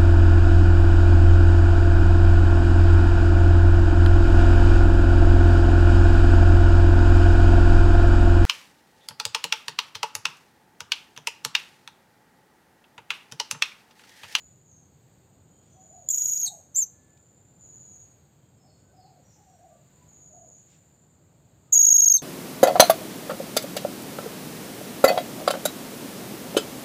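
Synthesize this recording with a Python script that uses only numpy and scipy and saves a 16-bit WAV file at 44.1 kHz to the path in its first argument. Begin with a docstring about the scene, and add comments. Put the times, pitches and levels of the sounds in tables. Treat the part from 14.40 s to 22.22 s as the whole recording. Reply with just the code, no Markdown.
"""Caged parrot in a garden

A small parrot, close to a phone microphone, gives a shrill trill, a chirp and another trill: gliding
whistles with an octave, a rasp and a broad hiss that rises and falls with the calls. Far parrots trill
as echoes over a thin shrilling of noise. A dove's arching tones, small birds' glides and a far horn's
steady tones come with garden echo. Shaped noise makes traffic rumble, leaf hiss, rustles and insects."""
import sys
import numpy as np
from scipy import signal
from scipy.fft import rfft, irfft, next_fast_len
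from scipy.io import wavfile
from scipy.ndimage import uniform_filter1d, map_coordinates

SR = 44100
rng = np.random.default_rng(int(sys.argv[2]) if len(sys.argv) > 2 else 0)


def dump(signal):
    """Clip the signal to [-1, 1] and save it as 16-bit WAV at the path in sys.argv[1]."""
    limited = np.clip(np.atleast_2d(signal).T, -1, 1)
    pcm = np.round(limited * 32767).astype(np.int16)
    wavfile.write(sys.argv[1], SR, pcm)


def level_to_linear(level):
    """Convert decibel levels to linear amplitude factors, elementwise."""
    exponent = np.asarray(level, float) / 20
    return 10 ** exponent


N = 344862
T = np.arange(N) / SR  # seconds


def unit(x):
    """Scaled to rms 1."""
    return x / np.sqrt(np.mean(x ** 2) + 1e-20)


def curves(rows):
    """One value per sample for each column after the time."""
    s, *columns = np.transpose(sorted(rows))
    return [np.interp(T, s, column) for column in columns]


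def wobble(rate):
    """A smooth random curve, rate knots a second."""
    knots = rng.standard_normal(int(N * rate / SR) + 4)
    return map_coordinates(knots, [T * rate])


def noise():
    """White noise as long as the scene."""
    return rng.standard_normal(N)


def coloured(x, points):
    """x filtered through (Hz, dB) points read on a log frequency axis."""
    m = next_fast_len(N + 8192)
    hz, db = np.transpose(points)
    log_hz = np.log(np.fft.rfftfreq(m, 1 / SR) + 1)
    gain = level_to_linear(np.interp(log_hz, np.log(hz), db))
    return irfft(rfft(x, m) * gain, m)[:N]


def tone(hz):
    """Phase of a gliding pitch, in radians."""
    return 2 * np.pi * np.cumsum(hz) / SR


def narrow(hz, rate):
    """A narrow band of noise, rms 1: a tone in quadrature, each part moved by rate random knots a second."""
    phase = tone(hz + 0 * T)
    return unit(wobble(rate) * np.sin(phase) + wobble(rate) * np.cos(phase))


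def echo(x, t60, delay):
    """A dense noise tail of unit energy, falling 60 dB in t60 s, silent until delay s."""
    t = np.arange(SR) / SR
    tail = rng.standard_normal(SR) * level_to_linear(-60 * t / t60) * (t > delay)
    return signal.fftconvolve(x, tail / np.linalg.norm(tail))[:N]


# the two near trills, levels ahead of the microphone port:
# opening_s, first_syllable_s, closing_note_s, pitch_hz, level_db, share of pitch lost by the close
NEAR_TRILLS = [(1.688, 1.72, 2.028, 6712, -19.5, .008), (7.3235, 7.353, 7.738, 6624, -12, .02)]
# how each trill opens and ends: opening accent_db, closing note length_s, tail length_s, tail_db
TRILL_ENDS = [(3, .028, 0.026, 3), (-9.5, .031, 0.018, -11)]
# syllables in each trill: total count, count of last ones that break deep
SYLLABLE_COUNTS = [(8, 2), (10, 3)]
# the near chirp, ahead of the microphone port: time_s, pitch_hz, level_db, warble_depth_hz
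CHIRP_PATH = [(2.343, 6230, -61, 5), (2.349, 6040, -31.5, 0), (2.356, 6270, -34.5, 100),
              (2.360, 6630, -19, 552), (2.378, 7020, -26, 495), (2.390, 7360, -20, 102),
              (2.398, 7300, -25, -3.5), (2.416, 6680, -23, 4), (2.427, 6410, -20.5, 5),
              (2.443, 5937, -31, 1), (2.448, 6000, -60, 1.5)]
WARBLE_HZ, WARBLE_START_S = 185, 2.3612
# how the bird faces in each call: shadow_db at the held pitch, octave_db, half_pitch_db, call_hiss_db,
# rasp_db, near_echo_db, far_echo_db
BIRD_FACING = [(-15, -14, -34, -27, -29.5, -8.5, -18.5), (-6, -18, -60, -34.5, -30, -12.5, -28),
               (1, -15.5, -67.5, -34.5, -37, -13, -30)]
# colour of the broad hiss that follows the calls: frequency_hz, gain_db
CALL_HISS_COLOUR = [(2500, -20), (5000, -5.5), (6500, -1), (16000, -10.5)]
# the microphone port's response: frequency_hz, gain_db
MIC_PORT = [(2000, -11.5), (4000, -12), (5000, -21), (5800, -3), (6500, 0), (7500, 3), (8300, 1.5),
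            (9000, -14.5), (11000, -19), (11800, 2), (13500, -8), (15000, -0.5), (15500, -40.5)]


def parrot():
    """Whistle, octave, half pitch, rasp and broad hiss of each call, with the echoes of cage and garden."""
    out = np.zeros(N)
    trills = zip(NEAR_TRILLS, TRILL_ENDS, SYLLABLE_COUNTS)
    first, last = (trill(row, ends, count) for row, ends, count in trills)
    for notes, facing in zip((first, CHIRP_PATH, last), BIRD_FACING):
        shadow_db, octave_db, half_db, call_hiss_db, rasp_db, near_db, far_db = facing
        hz, db, depth_hz = curves(notes)
        warble_hz = depth_hz * np.sin(2 * np.pi * WARBLE_HZ * (T - WARBLE_START_S))
        during = (T > notes[0][0]) * (T < notes[-1][0])
        # the warble is loud at its top and faint at its bottom
        level = level_to_linear(db + .011 * warble_hz + .4 * wobble(250)) * during
        phase = tone(hz + warble_hz + 25 * wobble(400))
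        whistle = level * np.sqrt(2) * np.sin(phase)
        # turned away, a close reflection cancels the held pitch but not the glides
        held = np.exp(-((hz - 6710) / 130) ** 2)
        direct = whistle * level_to_linear(shadow_db * held)
        octave = level * level_to_linear(octave_db) * np.sqrt(2) * np.sin(2 * phase)
        half = level * level_to_linear(half_db + 7.2 * wobble(50)) * np.sin(phase / 2) * (hz > 6400)
        call_hiss = level_to_linear(call_hiss_db + 7.0 * wobble(240)) * unit(coloured(noise(), CALL_HISS_COLOUR))
        throat = level_to_linear(rasp_db) * rasp(notes[1][0] + 0.0012, hz)
        near = echo(whistle + level_to_linear(-1) * octave, t60=.12, delay=.003)
        far = echo(whistle + octave, t60=0.49, delay=0.033)
        far = coloured(far, [(4000, -12), (6000, -0.5)])
        out += direct + octave + half + level * (call_hiss + throat)
        out += level_to_linear(near_db) * near + level_to_linear(far_db) * far
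    return coloured(out, MIC_PORT)


# the double flick before the first syllable: time_s from it, pitch factor, level_db
FLICK_PATH = [(-.019, 1, 0.5), (-.015, 1.05, -4.5), (-.012, 1.13, -2.5), (-.01, .99, -2),
              (-.008, .87, -8.5), (-.0055, 1.09, -2), (-.0035, .93, -7)]
# the closing note around its end: time_s from it, pitch factor, level_db
CLOSE_DROP = [(-.007, .99, -5), (0, 1.01, -1.5), (.003, .86, -13)]
# the low slide after the closing note: share of tail length, pitch factor, level_db
TAIL_SLIDE = [(0, 0.689, 2.5), (.35, .63, -6), (.75, 0.575, -4.5), (1, .58, -14), (1.15, 0.5, -39)]
# share by which the pace drags; closing pitch over that of the tired syllables
SLOWING, CLOSE_SHARE = .045, .98
HOLD_S, MEAN_SAG_DB = .0262, 3
# bottom of the first break, lowering per syllable, bottom of the deep breaks
SHALLOW_HZ, DEEPER_HZ, DEEP_HZ = 5593, 59, 4510


def trill(row, ends, count):
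    """Opening note, flick, syllables that drag, tire and break deeper towards the end, closing note, tail."""
    opening, first, closing, hz, db, tire = row
    accent_db, close_s, tail_s, tail_db = ends
    total, deep = count
    rows = [(opening - .0025, 1.18 * hz, db - 46, 0),
            (opening + .001, 1.05 * hz, db + accent_db, 0),
            (opening + .004, hz, db - 3, 0)]
    rows += [(first + s, hz * k, db + d, 0) for s, k, d in FLICK_PATH]
    for i, (level_scatter, sag_scatter) in enumerate(rng.standard_normal((total, 2))):
        u = i / total
        start = first + (closing - first) * (u - SLOWING * u * (1 - u))
        bottom_hz = DEEP_HZ if total - i <= deep else SHALLOW_HZ - DEEPER_HZ * i
        rows += syllable(start, start + HOLD_S, hz * (1 - tire * u), bottom_hz,
                         db + .7 * level_scatter, MEAN_SAG_DB + 1.2 * sag_scatter)
    close_hz = hz * (1 - tire) * CLOSE_SHARE
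    end = closing + close_s
    rows += [(closing + s, close_hz * k, db + d, 0) for s, k, d in ONSET_SHAPE]
    rows += [(end + s, close_hz * k, db + d, 0) for s, k, d in CLOSE_DROP]
    rows += [(end + 0.0067 + u * tail_s, close_hz * k, db + tail_db + d, 0) for u, k, d in TAIL_SLIDE]
    return sorted(rows)


# a syllable around its start, also the closing note's: time_s from it, pitch factor, level_db
ONSET_SHAPE = [(-.003, 1.16, -28), (-.0015, 1.09, -20), (0, 1.03, -9), (.002, 1.005, -1), (.005, 1, 0)]
# a syllable around its break: time_s from it, pitch factor, level_db
BREAK_SHAPE = [(-.005, 1.01, -.5), (-.001, 1.03, .5), (.001, 1.02, 0), (.0025, .96, -6)]


def syllable(start, stop, hz, bottom_hz, db, sag_db):
    """A held whistle whose level sags and lifts before its pitch breaks downward."""
    rows = [(start + s, hz * k, db + d, 0) for s, k, d in ONSET_SHAPE]
    rows += [(stop - .015, hz * .995, db - .8 * sag_db, 0), (stop - .008, hz, db - sag_db, 0)]
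    rows += [(stop + s, hz * k, db + d, 0) for s, k, d in BREAK_SHAPE]
    bottom = stop + .0038 + 1.9e-6 * (hz - bottom_hz)  # deeper breaks last longer
    return rows + [(bottom, bottom_hz, db - 11, 0), (bottom + .0012, bottom_hz, db - 30, 0)]


# colour of the throat rasp: frequency_hz, gain_db
RASP_COLOUR = [(900, -25.5), (1700, -6.5), (2300, 0.5), (3000, -7.5), (5000, -0.5), (7000, -9.5),
               (16000, -25)]


def rasp(opening, hz):
    """Irregular 2 ms puffs of throat noise; strong ones as the call opens and before the pitch breaks."""
    puffs = (rng.random(N) < 150 / SR) * level_to_linear(3.5 * rng.standard_normal(N))  # about 150 a second
    breaks = np.flatnonzero(np.diff(1. * (hz < 6100)) > 0)
    puffs[breaks - round(.007 * SR)] = level_to_linear(6.5)
    puffs[round(opening * SR)] = level_to_linear(11.5)
    envelope = np.convolve(puffs, np.hanning(90), "same")
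    return unit(coloured(envelope * noise(), RASP_COLOUR))


# far trills, each fading after its length: start_s, length_s, first_hz, last_hz, level_db
DISTANT_TRILLS = [(-.4, 0.38, 7000, 7000, -48.5), (.26, 0.11, 6710, 6490, -60.5),
                  (1.4, .45, 6920, 6790, -54), (3.2, 0.41, 6914, 6710, -50), (5.68, 0.5, 6800, 6800, -54)]
# thin shrilling: time_s, pitch_hz, level_db
SHRILL_PATH = [(0, 6950, -64.5), (.7, 6970, -80), (1.2, 6900, -66), (2.6, 6970, -73.5), (2.8, 7090, -65),
               (3.2, 7160, -64.5), (3.9, 6850, -80), (4.45, 6930, -72), (4.8, 6910, -76),
               (4.92, 7070, -66.5), (5.15, 7020, -73.5), (5.5, 7050, -68.5), (6.4, 7150, -64),
               (6.7, 7090, -70), (6.95, 7040, -76), (7.8, 7000, -71.5)]
# each far trill starts this far down, reaches full level, then dies away
SWELL_DB, SWELL_S, FADE_DB_PER_S = 4.5, .15, 109


def flock():
    """Far trills heard only as echoes, breaks blurred into a skirt below the pitch; thin noise shrilling."""
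    path, level = [], 0
    for s, length, first_hz, last_hz, db in DISTANT_TRILLS:
        path += [(s, first_hz), (s + length, last_hz)]
        swell_db = SWELL_DB * np.clip(1 - (T - s) / SWELL_S, 0, 1)
        fade_db = FADE_DB_PER_S * np.clip(T - s - length, 0, None)
        level = level + (T > s) * level_to_linear(db - swell_db - fade_db)
    hz, = curves(path)
    pulse = np.sin(tone(26 + 3 * wobble(4.4)))
    breaks = np.clip(pulse - .75, 0, 1) * level_to_linear(2.3 * wobble(30))
    phase = tone(hz - 3000 * breaks + 110 * wobble(200))
    calls = level_to_linear(-80 * breaks) * (np.sin(phase) + level_to_linear(-34.5) * np.sin(2 * phase))
    blur = unit(echo(calls, t60=.3, delay=0))
    shrill_hz, shrill_db = curves(SHRILL_PATH)
    flicker_db = 2.1 * np.sin(tone(28 + 2.5 * wobble(2.7)))
    shrill = level_to_linear(shrill_db + flicker_db) * narrow(shrill_hz, 300)
    return uniform_filter1d(level, size=900) * blur + shrill


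# coos, levels ahead of the echo mix: start_s, length_s, first_hz, reference pitch_hz, level_db
DOVE_COOS = [(1.328, 0.15, 650, 770, -58.5), (1.486, 0.17, 639, 749, -53.5), (2.049, .15, 658, 730, -51.5),
             (4.2, 0.11, 722, 742, -60.5), (4.5, 0.31, 561, 771.5, -55), (4.955, .24, 850, 804, -58),
             (5.149, .23, 730, 709, -53), (5.9, .19, 580, 740, -53)]
# a coo after its first pitch: share of length, factor on the reference pitch, level_db
COO_SHAPE = [(0.249, 0.96, -4), (.5, 0.99, -0.5), (.7, .93, -4.5), (1, .72, -10.5)]


def dove():
    """Soft rolling coos with strong echo: gliding tones, most arching up before they slide down."""
    out = np.zeros(N)
    for s, length, first_hz, pitch_hz, level_db in DOVE_COOS:
        path = [(s, first_hz, level_db - 10.5)]
        path += [(s + u * length, pitch_hz * k, level_db + d) for u, k, d in COO_SHAPE]
        hz, db = curves(path)
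        during = (T > s) * (T < s + length)
        out += level_to_linear(db + 1.2 * wobble(40)) * np.sin(tone(hz + 40 * wobble(70))) * during
    return 0.9 * out + 0.82 * echo(out, t60=0.5, delay=.003)


# far whistles, levels ahead of the echo mix: start_s, length_s, first_hz, last_hz, level_db
FAR_WHISTLES = [(0.239, 0.087, 7200, 6000, -61.5), (1.048, 0.18, 3140, 3120, -82),
                (1.252, .093, 3407, 3280, -77), (1.29, 0.071, 6280, 6080, -69),
                (3.846, .3, 3330, 3100, -86), (4.17, 0.092, 5300, 5210, -71),
                (4.248, .081, 4900, 4150, -68.5), (4.39, 0.074, 1524, 1520, -74),
                (4.52, 0.071, 5160, 5030, -70.5), (4.575, 0.089, 5000, 4050, -66),
                (4.835, 0.038, 5940, 5800, -64), (4.85, .06, 5900, 5350, -65),
                (4.895, .073, 7200, 5900, -68), (5.055, 0.087, 6080, 5520, -71),
                (5.28, 0.087, 1178, 1160, -74.5), (5.516, 0.15, 1021, 979, -72),
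                (7.201, .12, 1238, 1247, -72), (7.739, 0.07, 960, 950, -63.5)]
FLUTTER, GLIDE_FLUTTER = .014, 0.1  # pitch flutter as a share of the pitch and of the glide


def whistles():
    """Small far birds: gliding, fluttering notes, mostly echo from the garden."""
    out, flutter = np.zeros(N), wobble(120)
    for s, length, first_hz, last_hz, db in FAR_WHISTLES:
        glide_hz = last_hz - first_hz
        flutter_hz = FLUTTER * first_hz + GLIDE_FLUTTER * abs(glide_hz)
        at = slice(round(s * SR), min(N, round((s + length) * SR)))
        u = (T[at] - s) / length
        envelope = np.abs(np.sin(np.pi * u)) ** .5
        out[at] += level_to_linear(db) * envelope * np.sin(tone(first_hz + glide_hz * u + flutter_hz * flutter[at]))
    return 0.31 * out + 1.52 * echo(out, t60=0.73, delay=0.0026)


# the horn's steady tones: pitch_hz, relative level_db
HORN_TONES = [(1039, -88), (1389, -77), (1733, -77.5), (2073, -90)]


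def horn():
    """A short far horn: steady tones that swell and stop together, with echo."""
    swell = np.interp(T, [2.5, 2.56, 2.76, 2.82], [0, 1, 1, 0])
    dry = swell * sum(level_to_linear(db + 5.5) * np.sin(2 * np.pi * hz * T) for hz, db in HORN_TONES)
    return 0.79 * dry + 0.51 * echo(dry, t60=0.41, delay=0.011)


# colour of the traffic rumble: frequency_hz, relative level_db per Hz
RUMBLE_COLOUR = [(15, -75), (25, -47), (38, -25.5), (82, -4.5), (146, -2), (224, -11.5), (824, -21),
                 (1010, -26), (1500, -31), (1950, -60.5), (3300, -120)]
# leaves and insects as the port colours them: frequency_hz, relative level_db per Hz
HISS_COLOUR = [(900, -42), (1500, 0.5), (3000, -4.5), (4700, -4), (5000, -12), (6000, -13), (6500, 2.5),
               (7600, 2.5), (8300, -5), (8700, -15.5), (11300, -24), (11800, -11.5), (15000, -8),
               (16000, -29.5)]
# brief rustles: centre_s, length_s, level_db
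RUSTLE_BURSTS = [(1.282, 0.14, -74.5), (2.776, 0.0067, -63.5), (3.815, 0.018, -79), (4.4, .06, -77),
                 (6.332, 0.094, -66)]
# thin insect lines: pitch_hz, rate of random knots_per_s (sets the width), level_db
INSECT_LINES = [(7590, 110, -78.5), (8116, 120, -81.5)]


def garden():
    """Traffic rumble, leaf hiss with brief rustles, and thin insect lines, all of shaped noise."""
    rumble = level_to_linear(-60 + 0.83 * wobble(2.065)) * unit(coloured(noise(), RUMBLE_COLOUR))
    hiss = level_to_linear(-71.5 + 1.7 * wobble(3)) * unit(coloured(noise(), HISS_COLOUR))
    bursts = sum(level_to_linear(db) * np.exp(-((T - s) / length * 2) ** 2) for s, length, db in RUSTLE_BURSTS)
    rustle_colour = [(1200, -15), (2200, -1.0), (4500, -3), (6000, -4.5), (8300, 0.0), (9000, -23.5)]
    rustle = bursts * unit(coloured(noise(), rustle_colour))
    insects = sum(level_to_linear(db + 1.6 * wobble(2.5)) * narrow(hz, rate) for hz, rate, db in INSECT_LINES)
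    return rumble + hiss + rustle + insects


def scene():
    """Everything at the one microphone."""
    mix = parrot() + flock() + dove() + whistles() + horn() + garden()
    return mix[None]  # one channel


def low_pass(x):
    """Removes everything above the highest recorded frequency."""
    return signal.sosfilt(signal.butter(12, 16290, fs=SR, output="sos"), x)


def record(dry):
    """The finished mix as the phone keeps it."""
    return low_pass(dry)


dry = scene()
out = record(dry)
dump(out)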